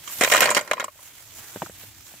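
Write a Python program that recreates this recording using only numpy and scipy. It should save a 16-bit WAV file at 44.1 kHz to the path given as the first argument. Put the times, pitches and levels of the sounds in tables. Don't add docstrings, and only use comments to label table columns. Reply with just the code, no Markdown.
import sys
import numpy as np
from scipy import signal
from scipy.fft import rfft, irfft
from scipy.io import wavfile
from scipy.ndimage import uniform_filter1d

SR = 44100
rng = np.random.default_rng(int(sys.argv[2]) if len(sys.argv) > 2 else 0)


def persist_wave(psi):
    counts = np.round(np.clip(psi, -1, 1) * 32767).astype(np.int16)
    wavfile.write(sys.argv[1], SR, np.atleast_2d(counts).T)


N = 97020

# (time [s], level [dB])
RUMBLE_SPECTRUM = [(20, -26), (27, -22), (32, -37), (59, 1.5), (107, 5), (198, -14.5), (331, -7),
                   (400, -17), (520, -43), (880, -120)]
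RUMBLE_COURSE = [(0.0, -59.5), (0.45, -56), (0.62, -66), (1.06, -64), (1.6, -52), (2.2, -57.5)]
# (frequency [Hz], level [dB])
BAG_COURSE = [(0, -52.5), (.03, -51.5), (.12, -40), (.2, -40.5), (.31, -34), (.42, -39.5), (.61, -52),
              (.8, -60), (.93, -58), (1.07, -50), (1.12, -55.5), (1.19, -50.5), (1.28, -55), (1.39, -47),
              (1.45, -49), (1.56, -47.5), (1.66, -49.5), (1.71, -53.5), (1.83, -49.5), (1.95, -56),
              (2.1, -51), (2.2, -54)]
BAG_SPECTRUM = [(88, -46), (150, -19), (175, -6.5), (566, -3.5), (649, -1), (1020, 0), (1170, -1),
                (1760, 1.5), (3100, 1.5), (4860, -1), (7470, 4.5), (9440, -2.5), (12900, 2.5), (15100, 2),
                (16000, -8.5)]
# (frequency [Hz], left minus right [dB])
BAG_LIKENESS = [(60, 0.95), (180, 0.98), (550, 1), (1650, 1), (4970, 0), (15000, 0.0017)]
BAG_BALANCE = [(60, 4), (180, 3), (550, -1), (1650, -1), (4970, -5.0), (15000, -2.0)]
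# (time before fixed delay [s], level [dB], pitch [Hz], thump [dB], T60 [s])
MAT_TAPS = [(0.954, -44, 627, -15, 0.02), (1.388, -48.5, 1230, -2, 0.018), (1.557, -14, 430, -29, 0.0059),
            (1.567, -23.5, 400, -10, 0.0051), (1.617, -9.5, 880, -14.5, 0.0062),
            (1.623, -18, 670, -13.5, 0.016), (1.63, -25.5, 338, -18.5, 0.035),
            (1.659, -27, 1380, -12, 0.009), (1.666, -28, 800, -18, 0.0071),
            (1.694, -24.5, 500, -13, 0.0065), (1.833, -38.5, 510, -6, 0.019), (2.117, -42, 720, -12, 0.016),
            (2.137, -33, 686, -10, 0.011)]
# (frequency [Hz], level [dB], T60 [s])
POT_MODES = [(606, 1.5, 0.047), (870, 6, 0.012), (1038, -1, 0.068), (1402, 0, 0.021), (1640, 1, 0.0044),
             (2070, -10, 0.031), (2287, -10.5, 0.048), (4060, -21.5, 0.073), (4562, -17.5, 0.09),
             (5190, -15.5, 0.054), (6176, -18, 0.05)]
# (time [s], level [dB])
PILE_COURSE = [(0.19, -37), (0.264, -64), (0.38, -24.5), (0.438, -22), (0.564, -28.5), (0.66, -39.5),
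               (0.858, -38.5), (0.92, -85)]
# (time before fixed delay [s], level [dB], hollow [Hz], wall [Hz],
#   hollow level before cap [dB], crack level [dB], chatter decay [s], crack centre [Hz])
SHELL_KNOCKS = [(0.075, -36, 1137, 3200, 10, 5.5, 0.0055, 3230),
                (0.097, -37, 1120, 3180, 6, -23, 0.0039, 6200),
                (0.209, -6, 535, 1640, 1, -8.5, 0.002, 8500),
                (0.214, -7.5, 780, 1580, -2, -11.5, 0.0091, 3550),
                (0.231, -10.5, 570, 1210, 6, -32, 0.0022, 3470),
                (0.235, -3.5, 555, 2130, -10, -5, 0.0021, 3660),
                (0.245, -6.5, 627, 1500, -22, -8.5, 0.0037, 3670),
                (0.263, -17, 520, 1020, -3, -15, 0.0023, 3970),
                (0.274, -10, 536, 2290, 7, -34.5, 0.0029, 3860),
                (0.299, -8.5, 1150, 3240, -14, -9, 0.0006, 3350),
                (0.314, -10.5, 640, 1300, -19, -10, 0.0013, 5800),
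                (0.318, -1.5, 644, 2020, -3, -9.5, 0.0055, 3470),
                (0.336, -2, 1370, 1780, -18, -11, 0.0036, 8200),
                (0.346, -1.5, 680, 1210, -10.5, -15, 0.0023, 6660),
                (0.357, -7, 1136, 1960, -7, -12.5, 0.0071, 7550),
                (0.362, -7.5, 1060, 1500, -7, -14, 0.001, 3900),
                (0.3661, -13, 980, 3430, -21, 1.5, 0.0016, 3600),
                (0.375, -7.5, 580, 2000, 3, -12.5, 0.0039, 3520),
                (0.387, -12, 1000, 1830, -1.5, -15.5, 0.0064, 4740),
                (0.405, -10.5, 401, 3080, -27, 1, 0.0023, 12800),
                (0.406, -5.5, 600, 2340, -14, -8, 0.0015, 12300),
                (0.418, -3.5, 1040, 1870, -28, -14, 0.0042, 3950),
                (0.423, -6, 640, 2020, -26, -12.5, 0.0025, 4120),
                (0.4273, -5.5, 644, 1530, -2, -9.5, 0.0081, 3650),
                (0.438, -9.5, 1090, 1700, -15, -11, 0.01, 8200),
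                (0.455, -7, 1020, 2220, -15, -13, 0.0058, 4400),
                (0.472, -8, 600, 2000, 1, -25, 0.0012, 3870),
                (0.482, -19.5, 1034, 1360, 10.5, -14, 0.014, 3740),
                (0.49, -9, 644, 1770, -10.5, -23, 0.0025, 6760),
                (0.503, -18, 554, 1700, 19, 1.5, 0.006, 8040),
                (0.512, -15, 990, 1340, 20.5, -7, 0.0085, 7150),
                (0.547, -12, 950, 2380, -5, -2.5, 0.0075, 4610),
                (0.566, -2, 806, 2000, -2, -21, 0.0032, 5440),
                (0.571, -9, 627, 2420, -3, -7.5, 0.0027, 5070),
                (0.578, -9, 816, 1460, -3, -12, 0.0011, 4600),
                (0.589, -18, 955, 1490, 2.5, -10, 0.0068, 4580),
                (0.609, -24, 614, 1940, -2, -7.5, 0.0053, 7550),
                (0.675, -28.5, 1000, 2030, 2, -12, 0.0028, 4600),
                (0.7114, -3.5, 620, 1800, -8, -19.5, 0.0018, 3500),
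                (0.7326, -10.5, 600, 1060, -6, -12.5, 0.00056, 3500),
                (0.768, -28.5, 610, 2210, 4, -40, 0.0027, 4130),
                (0.778, -29.5, 1040, 1680, 13, -46, 0.0066, 3810),
                (0.797, -12, 1100, 1630, -10, -15, 0.002, 6600),
                (0.804, -16.5, 550, 1820, 2, -12, 0.0017, 3740),
                (0.813, -23.5, 1036, 2010, 4.5, -17, 0.007, 7850),
                (0.825, -27, 634, 1310, 12, -27, 0.0014, 4760),
                (0.841, -25.5, 1077, 575, 11, 0.5, 0.0023, 7850),
                (0.88, -31, 1080, 600, 9, -24, 0.0056, 7420),
                (0.99, -42.5, 1030, 1330, 3.5, -25, 0.0037, 7530)]
# (time [s], level [dB])
FLOOR_COURSE = [(.21, -2), (.216, -20), (.235, -11.5), (.26, -16.5), (.45, -21.5), (.57, -11.5), (.62, -21)]
# (frequency [Hz], level [dB])
CRACK_SPECTRUM = [(1470, -30), (2500, -1), (4170, -8.5), (5650, -5.5), (6200, -8.5), (6700, -2),
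                  (10100, -11.5), (12400, -11.5), (15200, -15.5), (16000, -27)]
CLACK_SPECTRUM = [(88, -51), (150, -27), (596, 5.5), (749, -1), (1010, -2), (1230, -10), (1970, 1),
                  (2700, -6.5), (4500, -20.5), (9900, -120)]
# (frequency [Hz], left minus right [dB])
SHELL_BALANCE = [(60, 6), (150, -0.5), (380, 3), (950, -1), (2380, -2), (5980, -7), (15000, 0.5)]
# (frequency [Hz], phase scale [rad])
MIC_PHASE = [(800, 0.082), (1000, 0.16), (3000, 1)]

BAG_DB, CRINKLES_PER_S, CRINKLE_DB = 4.5, 1500, -3.5
THUMP_HZ, THUMP_T60_S = 205, 0.028
TAP_DELAY_S, TAP_RISE_S = 0.003, 0.0003
TAP_TICK_HZ, TAP_TICK_T60_S, TAP_TICK_DB = 1370, 0.003, -4
TAP_NOISE_DECAY_S, TAP_NOISE_DB = 0.0062, -18
POT_DB, POT_SCATTER_DB, POT_DETUNE = -18.5, 7, 0.0448
STEADY_HZ = 1200
PILE_DB, SHIFTS_PER_S, SHIFT_SPREAD_DB, PILE_STRIKES = -4.5, 1400, 1, 12
KNOCK_DELAY_S, BLOW_RISE_S = 0.001, 0.0005
CHATTER_PER_S, CHATTER_DB = 1700, -7.5
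REBOUND_MAX = 0.7
HOLLOW_T60_S, HOLLOW_REF_HZ = 0.021, 1000
HOLLOW_RISE_S = 0.0011
HOLLOW_MAX_DB = -5
WALL_DB, WALL_CYCLES = -1, 14.6
TICK_HZ, TICK_T60_S, TICK_DB = 2970, 0.003, -6.5
CLACK_DB, CLACK_DECAY_S = -11, 0.0035
CRACK_DECAY_S, CRACK_OCTAVES, CRACK_BUMP_DB = 0.0018, 0.29, 10.5
BASS_CUT_HZ = 504
FLOOR_HZ, FLOOR_T60_S = 281, 0.015
ECHO_T60_S, ECHO_CUT_HZ, SHELL_ECHO_DB, TAP_ECHO_DB = 0.031, 1026, -3, -1
EDGE_HZ = 15800


def amp(db):
    return 10 ** (np.asarray(db) / 20)


def evened(x):
    return x / np.sqrt(np.mean(x ** 2) + 1e-20)


def read(points, hz):
    f, value = np.transpose(points)
    return np.interp(np.log(hz + 1), np.log(f + 1), value)


def level(course):
    s, db = np.transpose(course)
    return amp(np.interp(np.arange(N) / SR, s, db, left=-120, right=db[-1]))


def high_pass(x, hz, order=2):
    return signal.lfilter(*signal.butter(order, hz, "high", fs=SR), x)


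def rise(t, rise_s):
    return 1 - np.exp(-t / rise_s)


def add(mix, s, sound):
    part = mix[:, round(s * SR):][:, :sound.shape[1]]
    part += sound[:, :part.shape[1]]


def ring(hz, t60_s, t, phase=0):
    return amp(-60 * t / t60_s) * np.sin(2 * np.pi * hz * t + phase)


def pair(hz, t60_s, t, chance):
    phase = read(MIC_PHASE, hz) * chance
    return np.array([ring(hz, t60_s, t, phase), ring(hz, t60_s, t, -phase)])


def colour(x, points):
    hz = np.fft.rfftfreq(x.shape[-1], 1 / SR)
    return irfft(rfft(x) * amp(read(points, hz)), x.shape[-1])


def lean(stereo, points):
    left = colour(stereo[0], [(f, db / 2) for f, db in points])
    right = colour(stereo[1], [(f, -db / 2) for f, db in points])
    return np.array([left, right])


def hiss(points, size, patchy_db, flicker_db, same):
    hop = size // 4
    frames, hz = N // hop + 5, np.fft.rfftfreq(size, 1 / SR)
    a, b, c, d, patches = rng.standard_normal((frames, len(hz), 5)).T
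    patches = uniform_filter1d(patches, size=12, axis=0)
    patches = evened(uniform_filter1d(patches, size=35, axis=1))
    flicker = evened(uniform_filter1d(rng.standard_normal(frames), size=5))
    like = np.clip(read(same, hz), -1, 1)[:, None]
    left = a + 1j * b
    right = like * left + np.sqrt(1 - like ** 2) * (c + 1j * d)
    gain_db = read(points, hz)[:, None] + patchy_db * patches + flicker_db * flicker
    spectra = np.array([left, right]) * amp(gain_db)
    return evened(signal.istft(spectra, nperseg=size, noverlap=size - hop)[1][:, :N])


def echoes(x):
    count, spacing = 200, 20
    taps = np.zeros((2, count * spacing))
    at = np.arange(count) * spacing + rng.integers(0, spacing, (2, count))
    strength = rng.choice([-1., 1.], at.shape) * amp(-60 * at / SR / ECHO_T60_S)
    np.put_along_axis(taps, at, strength, 1)
    taps = high_pass(taps / np.linalg.norm(taps[0]), ECHO_CUT_HZ, order=4)
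    return signal.fftconvolve(x, taps, axes=1)[:, :N]


def rumble():
    noise = hiss(RUMBLE_SPECTRUM, size=2048, patchy_db=-2.5, flicker_db=1, same=[(20, 1), (400, 0.72)])
    return level(RUMBLE_COURSE) * noise


def bag():
    snaps = amp(np.minimum(rng.exponential(1, (2, N)), 3.5)) * rng.choice([-1, 1], (2, N))
    snaps *= rng.random(N) < CRINKLES_PER_S / SR
    film = hiss(BAG_SPECTRUM, size=256, patchy_db=2, flicker_db=1.5, same=BAG_LIKENESS)
    rustle = film + amp(CRINKLE_DB) * evened(colour(snaps, BAG_SPECTRUM))
    return amp(BAG_DB) * level(BAG_COURSE) * lean(rustle, BAG_BALANCE)


def tap(s, level_db, hz, thump_db, t60_s):
    t = np.arange(0, 0.1, 1 / SR)
    noise = np.exp(-t / TAP_NOISE_DECAY_S) * evened(colour(rng.standard_normal(len(t)), CLACK_SPECTRUM))
    tick = ring(TAP_TICK_HZ, TAP_TICK_T60_S, t) + amp(TAP_NOISE_DB) * noise
    thump = amp(thump_db) * ring(THUMP_HZ, THUMP_T60_S, t)
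    sound = ring(hz, t60_s, t) + thump + amp(TAP_TICK_DB) * tick
    return s + TAP_DELAY_S, -amp(level_db) * rise(t, TAP_RISE_S) * sound[None]


def pot(t, scatter):
    hz, db, t60_s = np.transpose(POT_MODES)[:, :, None]
    size, detune, chance = scatter.T[:, :, None]
    upper = hz > STEADY_HZ
    gain = amp(db + POT_SCATTER_DB * size * upper)
    modes = pair(hz * (1 + POT_DETUNE * detune * upper), t60_s, t, chance)
    return (gain * modes).sum(1)


def pile():
    t, out = np.arange(0, 0.08, 1 / SR), np.zeros((2, N))
    for scatter in rng.standard_normal((PILE_STRIKES, len(POT_MODES), 3)):
        clicks = amp(SHIFT_SPREAD_DB * rng.exponential(1, N))
        clicks *= rng.random(N) < SHIFTS_PER_S / PILE_STRIKES / SR
        out += signal.oaconvolve(clicks[None], pot(t, scatter), axes=1)[:, :N]
    active = np.arange(N) < PILE_COURSE[-1][0] * SR
    return amp(PILE_DB) * level(PILE_COURSE) * active * evened(out)


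def chatter(t, decay_s):
    rebounds = np.clip(amp(CHATTER_DB) * rng.standard_normal(len(t)), -REBOUND_MAX, REBOUND_MAX)
    blows = np.exp(-t / decay_s) * rebounds * (rng.random(len(t)) < CHATTER_PER_S / SR)
    blows[0] = 1
    return blows


def smear(blows, decay_s, t):
    envelope = signal.fftconvolve(abs(blows), np.exp(-t / decay_s))[:len(t)]
    return envelope / envelope.max()


def knock(s, level_db, hollow_hz, wall_hz, hollow_db, crack_db, chatter_s, crack_hz):
    t = np.arange(0, 0.1, 1 / SR)
    blows = chatter(t, chatter_s)
    hollow_chance, wall_chance = rng.choice([-1, 1], 2)

    hollow_t60_s = HOLLOW_T60_S * hollow_hz / HOLLOW_REF_HZ
    hollow = rise(t, HOLLOW_RISE_S) * pair(hollow_hz, hollow_t60_s, t, hollow_chance)
    hollow *= amp(min(hollow_db, HOLLOW_MAX_DB - level_db))

    wall = amp(WALL_DB) * pair(wall_hz, WALL_CYCLES / wall_hz, t, wall_chance)
    tick = amp(TICK_DB) * ring(TICK_HZ, TICK_T60_S, t)
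    body = wall + tick + amp(POT_DB) * pot(t, rng.standard_normal((len(POT_MODES), 3)))

    width = 2 ** CRACK_OCTAVES
    bump = [(crack_hz / width, 0), (crack_hz, CRACK_BUMP_DB), (crack_hz * width, 0)]
    crack_noise = colour(colour(rng.standard_normal((2, len(t))), CRACK_SPECTRUM), bump)
    crack = evened(crack_noise) * smear(blows, CRACK_DECAY_S, t)
    clack_noise = colour(rng.standard_normal(len(t)), CLACK_SPECTRUM)
    clack = evened(clack_noise) * smear(blows, CLACK_DECAY_S, t)

    rung = signal.fftconvolve(blows[None], body)[:, :len(t)]
    rung *= np.linalg.norm(body) / np.linalg.norm(rung)
    struck = (rung + amp(CLACK_DB) * clack) * rise(t, BLOW_RISE_S) + hollow
    struck = high_pass(struck, BASS_CUT_HZ)
    floor_db = np.interp(s, *np.transpose(FLOOR_COURSE))
    floor = amp(floor_db) * rise(t, HOLLOW_RISE_S) * ring(FLOOR_HZ, FLOOR_T60_S, t)
    return s + KNOCK_DELAY_S, amp(level_db) * (struck + floor + amp(crack_db) * crack)


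def scene():
    shells, taps = np.zeros((2, N)), np.zeros((2, N))
    for row in SHELL_KNOCKS:
        add(shells, *knock(*row))
    for row in MAT_TAPS:
        add(taps, *tap(*row))
    shells = high_pass(shells + pile(), 130)
    taps = high_pass(taps, 110)
    background = rumble()
    shells = lean(shells + amp(SHELL_ECHO_DB) * echoes(shells), SHELL_BALANCE)
    taps = taps + amp(TAP_ECHO_DB) * echoes(taps)
    return shells + taps + bag() + background


def record(dry):
    soft = 1.1 * np.tanh(dry / 1.1)
    band_limit = signal.firwin(511, EDGE_HZ, window=("kaiser", 9), fs=SR)
    return signal.oaconvolve(soft, band_limit[None], "same")


dry = scene()
out = record(dry)
persist_wave(out)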